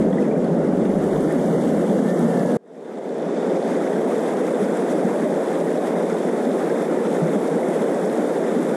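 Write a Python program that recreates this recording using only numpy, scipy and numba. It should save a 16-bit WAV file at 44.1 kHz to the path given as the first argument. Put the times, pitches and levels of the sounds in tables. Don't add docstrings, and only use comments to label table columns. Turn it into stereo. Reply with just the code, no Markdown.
import sys
import numpy as np
from scipy import signal
from scipy.fft import rfft, irfft, next_fast_len
from scipy.io import wavfile
from scipy.ndimage import uniform_filter1d, minimum_filter1d, map_coordinates
from numba import njit

SR = 44100
rng = np.random.default_rng(int(sys.argv[2]) if len(sys.argv) > 2 else 0)


def amplitude_ratio(level_db):
    exponent = np.asarray(level_db, float) / 20
    return 10 ** exponent


def log_audio(samples):
    frames = np.atleast_2d(samples).T
    limited = np.clip(frames, -1, 1)
    pcm = np.round(limited * 32767).astype(np.int16)
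    wavfile.write(sys.argv[1], SR, pcm)


N = 386301
CHANGE_S = 2.572

# frequency in Hz, level in dB per Hz.
WATER_TONE = [
    [(105, -61), (130, -17.5), (165, -1.5), (230, 0), (310, -3), (390, -2), (460, -0.8), (540, 0), (660, -4.5), (850, -10), (1200, -18), (1700, -26.5), (2100, -31.5), (2600, -39)],
    [(105, -44), (130, -32.5), (165, -8.5), (230, -4.5), (310, -4), (390, -0.5), (460, 1.5), (540, 0.6), (660, -2), (850, -6.5), (1200, -14), (1700, -20.5), (2100, -26), (2600, -32)],
]
# frequency in Hz, level in dB per Hz.
SPRAY_TONE = [
    [(2200, -29), (2700, -2.5), (3100, -1.5), (3550, 0), (4000, -7.5), (4600, -6.5), (5400, -4.5), (6300, -3), (7600, -1.5), (9000, -7), (10300, -8.5), (11300, -14), (12500, -14), (13400, -19)],
    [(2200, -3), (2700, -11), (3100, -6.5), (3550, -2.5), (4000, -11.5), (4600, -11), (5400, -8.4), (6300, -8.5), (7600, -6.5), (9000, -12), (10300, -14.5), (11300, -20), (12500, -20), (13400, -24.5)],
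]
# frequency in Hz, level in dB, phase in rad, likeness 0 to 1.
PORT_LOW = [(105, -1.9, -0.14, 0.39), (130, -4.3, -0.32, 0.86), (165, -4.9, -0.44, 0.99),
            (230, -6.6, -0.58, 0.99), (310, -9.5, -0.86, 0.99), (390, -13.4, -1.39, 0.99),
            (460, -15.0, -2.22, 0.99), (540, -12.0, -2.91, 0.99), (660, -7.8, -3.29, 0.99),
            (850, -3.8, -3.51, 0.98), (1200, -1.7, -3.58, 0.95), (1700, -2.5, -4.07, 0.9),
            (2100, -3.3, -4.6, 0.76), (2600, -0.0, -2.83, 0.15)]
# frequency in Hz, level in dB, phase in rad, likeness 0 to 1.
PORT_HIGH = [(2200, -2.5, 1.68, 0.64), (2700, 1.2, 3.24, 0.38), (3100, -3.8, 2.03, 0.53),
             (3550, -8.5, 1.37, 0.66), (4000, -5.9, -0.68, 0.23), (4600, -2.8, -2.9, 0.24),
             (5400, -5.7, -2.63, 0.42), (6300, -2.6, -2.81, 0.42), (7600, -1.7, -3.55, 0.54),
             (9000, -0.4, -4.6, 0.29), (10300, -0.5, -6.05, 0.46), (11300, -1.4, -6.38, 0.58),
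             (12500, -3.6, -6.47, 0.25), (13400, -1.4, -6.35, 0.5)]
# time in seconds, facing from 0 (away) to 1 (toward).
FACING = [
    [(0, 0.21), (.3, 0.058), (.7, 0.24), (1.25, 1.02), (2.56, 1.13)],
    [(2.6, 0.54), (3.3, 0.15), (3.7, 0.58), (4.1, 0.85), (4.9, 0.9), (5.3, 0.87), (6.4, 0.85), (7.4, 1), (8.76, 0.93)],
]
# time in seconds, level in dB.
HEAVES = [
    [(.1, -1), (1.3, -2), (2.1, 2), (4.35, 0.5), (5.6, -2), (7.25, 0.5)],
    [(.3, -0.5), (2.3, -3), (3.05, 2.5), (4.3, 0), (5.25, 3), (5.45, -1), (6.95, 3), (7.6, 1.5), (8.4, 1.5)],
    [(.35, 0.5), (.85, -1.5), (2.1, 0.5), (4, 1.5), (5.5, 0.5), (6.9, 0.5), (7.6, 2.5), (8.6, -3.5)],
]
# time in seconds, change of the spray in dB.
SPLASHES = [(.03, 3.5), (.23, 6), (.45, 3), (.77, -0.5), (3.71, 2.5), (3.93, 3), (4.07, -2.5), (4.16, 2),
            (4.29, 2.5), (4.35, -1.5), (4.48, 2), (4.64, 3.5), (4.77, 2), (4.92, 5), (5.42, -1), (5.88, 4),
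            (5.95, -4.5), (6.6, 1), (6.85, 3.5), (6.89, -3), (7.15, 3.5), (7.34, 1.5), (7.63, 0), (7.75, 3),
            (7.89, -0.5), (8.05, 0.5), (8.23, -0.5), (8.42, 0), (8.7, 0)]
# start in seconds, peak level in
# dB, pitch in Hz.
GLUGS = [(3.937, -26.5, 185), (4.408, -38, 201), (4.62, -18.5, 198), (5.046, -18.5, 190), (5.364, -38, 223),
         (6.254, -20.5, 239), (6.468, -18.5, 253), (7.003, -29.5, 193), (7.22, -18, 160), (7.361, -21, 194),
         (8.042, -24, 214), (8.563, -17.5, 232),
         (7.113, -26, 180),
    (7.219, -28, 163),
    (7.29, -27, 166),
    (7.357, -23, 187),
    (7.511, -26.5, 161),
    (7.681, -25.5, 180),
]
# start in seconds, peak level in dB, pitch in Hz.
POCKETS = [(0.02, -31, 243), (0.117, -9.5, 297), (0.378, -3, 470), (0.522, -6, 371), (0.758, -12, 350),
           (0.874, -10, 272), (0.937, -7, 340), (1.016, -15, 484), (1.121, -3, 370), (1.237, -6, 292),
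           (1.536, -4, 382), (1.746, -7, 296), (1.982, -12, 328), (2.185, -21, 430), (3.382, -17, 412),
           (3.541, -7, 447), (3.618, -10, 463), (4.373, -2, 393), (4.419, -6.5, 424), (4.617, -12, 415),
           (4.948, -4, 299), (5.21, -16, 331), (5.321, -13, 364), (5.366, -15, 400), (5.59, -13, 357),
           (6.03, -22, 275), (6.121, -7, 413), (6.296, -13, 410), (6.477, -10, 270), (6.556, -16, 474),
           (6.851, -10, 351), (6.899, -7, 321), (6.971, -13, 363), (7.106, -11, 294), (7.343, -15, 420),
           (7.416, -12, 285), (7.564, -12, 462), (7.861, -16, 416), (8.496, -15, 420), (8.587, -9, 305)]
# start in seconds, peak level in dB, pitch in Hz.
GURGLES = [(0.361, -22, 547), (0.851, -17, 496), (0.936, -20, 533), (3.762, -14, 575), (5.256, -5, 579),
           (5.401, -26, 527), (5.609, -14, 580), (5.761, -16, 552), (7.356, -9, 587), (7.419, -21, 605),
           (7.969, -11, 548), (8.377, -10, 548), (8.519, -26, 580)]
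# start in seconds, peak level in dB, pitch in Hz.
RIPPLES = [(3.2884, -19, 1030), (3.5453, -31, 1220), (3.7004, -28, 1040), (3.813, -14, 1270),
           (3.867, -28, 1290), (3.9607, -14, 1500), (4.12, -11, 1190), (4.3535, -30, 1630),
           (4.4143, -34, 1180), (4.4557, -20, 1560), (4.68, -25, 1060), (4.8214, -34, 1730),
           (5.0916, -16, 980), (5.332, -20, 1050), (5.8964, -18, 1030), (5.9653, -15, 980),
           (6.0346, -30, 1060), (6.2382, -25, 1070), (6.4192, -21, 1080), (6.58, -27, 1020),
           (7.05, -19, 1340), (7.1486, -20, 1160), (7.364, -31, 990), (7.4525, -18, 1100),
           (7.631, -21, 2050), (8.1109, -27, 1020), (8.1633, -29, 1280)]
# start in seconds, peak level in dB, pitch in Hz.
DRIPS = [
    (.128, -41, 3250),
    (.128, -38, 1860),
    (.147, -47, 3400),
    (.172, -37, 1700),
    (.183, -32, 1900),
    (.225, -42, 2480),
    (.312, -39, 2250),
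    (.354, -40, 2250),
    (.445, -46, 4300),
]
# start in seconds, length in seconds, top pitch in Hz, level in dB.
WHISTLES = [
    (1.27, 0.067, 1824, -23.5),
    (1.705, 0.056, 1800, -30),
    (2.04, 0.11, 1812, -24),
    (2.166, 0.48, 1808, -28.5),
]
# time in seconds, peak level in dB, dying time in seconds.
GUSTS = [
    (0, -39, 0.1),
    (.95, -42, 0.75),
]
# frequency in Hz, level in dB per Hz.
RUMBLE = [(15, -32), (40, 9), (90, 6.5), (130, -6), (200, -49)]
# frequency in Hz, level over rounding step in dB.
COARSE = [(60, 45), (200, 28), (500, 20), (850, 7.5), (1200, 5.5), (1700, 5), (2200, 4), (3000, 4),
          (4000, 4), (5200, 3), (9000, 3), (10300, 3.2), (11500, 1.5), (13000, -1.5)]
# from seconds, to seconds, middle in Hz, half width in Hz,
# share 0 to 1.
VALLEYS = [(1.0, 2.57, 2550, 230, .2), (.93, 2.57, 13350, 300, .6), (3.85, 8.76, 13200, 500, .5),
           (-1, .93, 12600, 220, .4), (3.2, 3.9, 12400, 500, .35), (3.7, 8.76, 4550, 380, .14),
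           (3.3, 8.76, 2750, 200, .05), (-1, .93, 11800, 900, .25), (2.7, 4.1, 11600, 1300, .25),
           (4.1, 8.76, 11800, 1100, .2), (.93, 2.57, 12000, 1000, .06)]
# from seconds, to seconds, middle in Hz, half width in Hz, share.
HOLES = [(1.1, 1.19, 2590, 50, 1), (1.22, 1.27, 2630, 60, 1), (1.26, 1.3, 2800, 50, 1),
         (1.44, 1.5, 2660, 80, 1), (1.49, 1.61, 2490, 120, 1), (1.56, 1.61, 2680, 110, 1),
         (1.75, 1.82, 2480, 80, 1), (1.89, 1.92, 2600, 70, 1), (1.93, 1.98, 2470, 50, 1),
         (1.98, 2.06, 2600, 40, 1), (2.06, 2.14, 2590, 90, 1), (2.12, 2.19, 2430, 110, 1),
         (2.23, 2.29, 2500, 70, 1), (2.29, 2.35, 2580, 40, 1), (2.38, 2.42, 2450, 60, 1),
         (2.47, 2.5, 2480, 140, 1)]
# from seconds, to seconds.
NARROWED = [
    (-1, .93),
    (2.6, 3.9),
]
# time in seconds, middle in Hz, half width in Hz.
ISLANDS = [(.93, 14250, 100), (.93, 13750, 150), (2.37, 13800, 90), (2.44, 14050, 90), (2.46, 13800, 90),
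           (2.55, 13900, 300), (2.86, 13050, 200), (3.57, 13100, 200), (3.71, 13000, 170),
           (3.8, 12950, 120), (4.1, 13900, 350)]


def river():
    away = 1 - facing()
    surge = wobble(13.0)
    crests_db = sum(db * hump(s, rise_s=0.024, fall_s=0.012) for s, db in SPLASHES)
    return churn() + babble(away, crests_db, surge) + spray(away, crests_db, surge)


def churn():
    grains = swarm(count=1200, lo_hz=140, hi_hz=900, cycles=3.5, scatter_db=2.1)
    rush = water(grains, 0.07, 0.2, WATER_TONE, PORT_LOW, 95, 950)
    return heaving(rush) * amplitude_ratio(per_spot((-15.5, -19.5)))


def heaving(rush):
    out = rush
    edges_hz = (60, 240, 400, 2000)
    for rows, lo_hz, hi_hz in zip(HEAVES, edges_hz, edges_hz[1:]):
        gain = amplitude_ratio(sum(db * hump(s, rise_s=0.1, fall_s=0.1) for s, db in rows))
        out = out + (gain - 1) * filtered(rush, lambda hz: band(hz, lo_hz, hi_hz) ** 2)
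    return out


def babble(away, crests_db, surge):
    grains = swarm(count=3500, lo_hz=900, hi_hz=2500, cycles=13, scatter_db=2.5)
    rush = water(grains, 0.24, 0.6, WATER_TONE, PORT_LOW, 950, 2450)
    level_db = per_spot((-36, -36)) - 3 * away + 0.55 * crests_db
    return rush * amplitude_ratio(level_db + 0.25 * surge + 0.47 * wobble(15))


def spray(away, crests_db, surge):
    grains = swarm(count=16000, lo_hz=2510, hi_hz=12430, cycles=4.3, scatter_db=8.5)
    hiss = water(grains, 0.29, 0.63, SPRAY_TONE, PORT_HIGH, 2360, 15400)
    level_db = per_spot((-45, -46)) - per_spot((5.5, -0.5)) * away + crests_db
    hiss = hiss * amplitude_ratio(level_db + 0.07 * surge + 0.15 * wobble(25))
    finest = filtered(hiss, lambda hz: band(hz, 8000, 20000))
    finest_db = per_spot((-0.5, 2)) - per_spot((2.5, 9.5)) * away
    return hiss + (amplitude_ratio(finest_db) - 1) * finest


def water(grains, share, patch_db, tones, port_table, lo_hz, hi_hz):
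    pair = ports(share * grains + patchy(patch_db), patchy(patch_db), port_table)

    def coloured(tone):
        x = filtered(pair, lambda hz: amplitude_ratio(along(tone, hz)[0]) * band(hz, lo_hz, hi_hz))
        return x / np.std(x.mean(axis=0))
    return per_spot([coloured(tone) for tone in tones])


def swarm(count, lo_hz, hi_hz, cycles, scatter_db):
    draw = rng.random((count, 3))
    hz = lo_hz * (hi_hz / lo_hz) ** draw[:, 1]
    size = hz * amplitude_ratio(-scatter_db * np.log(draw[:, 2] + 0.01))
    return unit(bubbles(draw[:, 0] * N / SR, size, hz, cycles, rise=0.1885))


def bubbles(s, size, hz, cycles, rise):
    t = np.arange(int(SR * 4 * cycles / np.min(hz))) / SR
    age = t * hz[:, None] / cycles
    swell = np.exp(-age) * (1 - np.exp(-8 * age))
    tones = size[:, None] * swell * np.sin(2 * np.pi * cycles * (age + rise * age ** 2 / 2))
    at = np.round(s * SR).astype(int)[:, None] + np.arange(len(t))
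    return np.bincount(at.ravel(), tones.ravel(), N + len(t))[:N]


def plops():
    def ring(rows, lift_db, cycles, rise):
        s, db, hz = np.transpose(rows)
        return bubbles(s, amplitude_ratio(db + lift_db), hz, cycles, rise)
    glugs = ring(GLUGS, 12, cycles=4.4, rise=0.021)
    glugs = glugs + ring(RIPPLES, 0.5, cycles=6, rise=0.04)
    glugs = glugs + ring(GURGLES, 3.5, cycles=7.9, rise=0.053)
    glugs = glugs + ring(POCKETS, -2, cycles=6, rise=0.031)
    glugs = filtered(glugs, lambda hz: band(hz, 138, 9000) ** 2)
    drips = ring(DRIPS, 7, cycles=12, rise=0.04)
    return ports(glugs, np.zeros(N), PORT_LOW) + drips


def bird():
    song, t = np.zeros(N), np.arange(N) / SR
    scoop_s, scoop_hz, sag_hz_per_s = 0.11, 42.2, 610
    for s, length, hz, db in WHISTLES:
        age = np.clip(t - s, 0, length)
        scoop = scoop_hz * np.clip(1 - age / scoop_s, 0, 1)
        pitch = hz - scoop - sag_hz_per_s * np.clip(age - scoop_s, 0, None)
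        ends = np.clip(np.minimum(age, length - age) / 0.018, 0, 1)
        swell_db = 1.4 * wobble(22.1) + 4.5 * (np.sin(np.pi * (age / length) ** 1.8) - 1)
        song += ends * amplitude_ratio(db + swell_db) * np.sin(2 * np.pi * np.cumsum(pitch) / SR)
    return ports(song, np.zeros(N), [(1800, -1.5, -3.8, 1)])


def wind():
    pair = ports(patchy(1.5), patchy(1.5), [(30, -4, 0, 0.92)])
    gusts = sum(amplitude_ratio(db) * hump(s, 0.42, dying_s) for s, db, dying_s in GUSTS)
    strength = per_spot((gusts, 0)) + amplitude_ratio(-78)
    strength = strength * amplitude_ratio(0.6 * wobble(6.2))
    return strength * unit(filtered(pair, lambda hz: amplitude_ratio(along(RUMBLE, hz)[0])))


def ports(shared, stray, table):
    def left(hz):
        db, phase, alike = along(table, hz)
        alike = np.clip(alike, 0, 1)
        return amplitude_ratio(db) * np.array([alike * np.exp(1j * phase), np.sqrt(1 - alike ** 2)])
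    return np.array([filtered(np.array([shared, stray]), left).sum(axis=0), shared])


def patchy(depth_db):
    z = signal.stft(rng.standard_normal(N), nperseg=512)[2]
    field = uniform_filter1d(rng.standard_normal(z.shape), size=6, axis=0)
    field = uniform_filter1d(field, size=10, axis=1)
    return unit(signal.istft(z * amplitude_ratio(depth_db * unit(field)), nperseg=512)[1][:N])


def facing():
    t = np.arange(N) / SR
    return per_spot([np.interp(t, *np.transpose(rows)) for rows in FACING])


def per_spot(pair):
    return np.where(np.arange(N) < CHANGE_S * SR, *pair)


def hump(s, rise_s, fall_s):
    late = np.arange(N) / SR - s
    return np.exp(np.where(late < 0, late / rise_s, -late / fall_s))


def wobble(rate):
    return map_coordinates(rng.standard_normal(int(N * rate / SR) + 4), [np.arange(N) * rate / SR])


def filtered(x, response):
    m = next_fast_len(N + 8192)
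    return irfft(rfft(x, m) * response(np.fft.rfftfreq(m, 1 / SR)), m)[..., :N]


def band(hz, lo_hz, hi_hz):
    return 1 / np.sqrt((1 + (lo_hz / (hz + 1)) ** 12) * (1 + (hz / hi_hz) ** 12))


def along(points, hz):
    f, *cols = np.transpose(points)
    return [np.interp(np.log(hz + 1), np.log(f + 1), c) for c in cols]


def unit(x):
    return x / np.sqrt(np.mean(x ** 2) + 1e-20)


def scene():
    return river() + plops() + bird() + wind()


@njit
def follow(peak, attack, release):
    out, held = np.empty_like(peak), 0.
    for i in range(len(peak)):
        held += (peak[i] - held) * (attack if peak[i] > held else release)
        out[i] = held
    return out


def ducked(dry):
    peak = -minimum_filter1d(-np.abs(dry).max(axis=0), size=260)
    held = follow(peak, 1 / (0.0005 * SR), 1 / (0.05 * SR))
    gain = np.maximum(held / amplitude_ratio(-4.5), 1) ** -0.7
    return dry * uniform_filter1d(uniform_filter1d(gain, size=130), size=130)


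def patches(shape, size):
    return uniform_filter1d(uniform_filter1d(rng.standard_normal(shape), size=size, axis=2), size=3, axis=1)


def kept_parts(shape, hz, t):
    share = sum(part * (t > a) * (t < b) * np.exp(-((hz - c) / w) ** 4) for a, b, c, w, part in VALLEYS)
    for a, b, c, w, part in HOLES:
        share = share + part * (t > a - 0.01) * (t < b + 0.01) * (abs(hz - c) < w + 15)
    kept = 1 / (1 + np.exp(1.7 * unit(patches(shape, 9)))) > share
    narrow = sum((t > a) * (t < b) for a, b in NARROWED)
    ragged = unit(uniform_filter1d(rng.standard_normal(t.shape), size=2, axis=0))
    edge_hz = np.where(narrow, 12740, 13500) + 25 * ragged
    islands = sum((abs(t - s) < 0.024) * (abs(hz - c) < w) for s, c, w in ISLANDS) > 0
    inside = (hz < edge_hz) | islands
    return np.array([kept[0], kept[1] | (hz < 9000)]) * inside


def starved(x):
    n, lead = 1024, 2048 - 231
    k = np.arange(n) + 0.5
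    window = signal.windows.kaiser_bessel_derived(2 * n, 4 * np.pi)[:, None]
    waves = np.cos(np.pi / n * np.outer(np.arange(2 * n) + 0.5 + n / 2, k))
    basis = window * waves * np.sqrt(2 / n)
    pair = np.array([x[0] + x[1], x[0] - x[1]]) / 2
    pair = np.pad(pair, ((0, 0), (lead, 3 * n - (N + lead) % n)))
    blocks = pair.reshape(2, -1, n)
    z = np.concatenate([blocks[:, :-1], blocks[:, 1:]], axis=2) @ basis
    hz = k * SR / (2 * n)
    t = ((np.arange(z.shape[1]) + 1) * n - lead)[:, None] / SR
    power = uniform_filter1d(uniform_filter1d(z ** 2, size=32, axis=2), size=3, axis=1)
    level = np.sqrt(np.abs(power)) + 1e-12
    uneven_db = 2.5 * np.repeat(rng.standard_normal((*z.shape[:2], n // 8)), 8, axis=2)
    step = level * amplitude_ratio(uneven_db - along(COARSE, hz)[0])
    z = np.sign(z) * np.floor(np.abs(z) / step + 0.42) * step
    frames = (z * kept_parts(z.shape, hz, t)) @ basis.T
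    joined = (frames[:, 1:, :n] + frames[:, :-1, n:]).reshape(2, -1)
    mid, side = joined[:, lead - n:][:, :N]
    return np.array([mid + side, mid - side])


def fade():
    late = np.arange(N) / SR - CHANGE_S
    closing = np.sin(np.pi / 2 * np.clip(-late / 0.004, 0, 1)) ** 2
    ramp = np.clip((late - 0.048) / 0.9, 0, 1) ** 1.18
    level = per_spot((closing, ramp))
    return level + (0.5 - level) * amplitude_ratio(-25)


def roll_off(x):
    return signal.sosfilt(signal.butter(12, 16000, fs=SR, output="sos"), x)


def record(dry):
    tick = filtered(np.arange(N) == round(CHANGE_S * SR), lambda hz: band(hz, 3000, 15500))
    mix = starved(ducked(dry)) * fade() + amplitude_ratio(-57) * tick
    return roll_off(mix)


dry = scene()
out = record(dry)
log_audio(out)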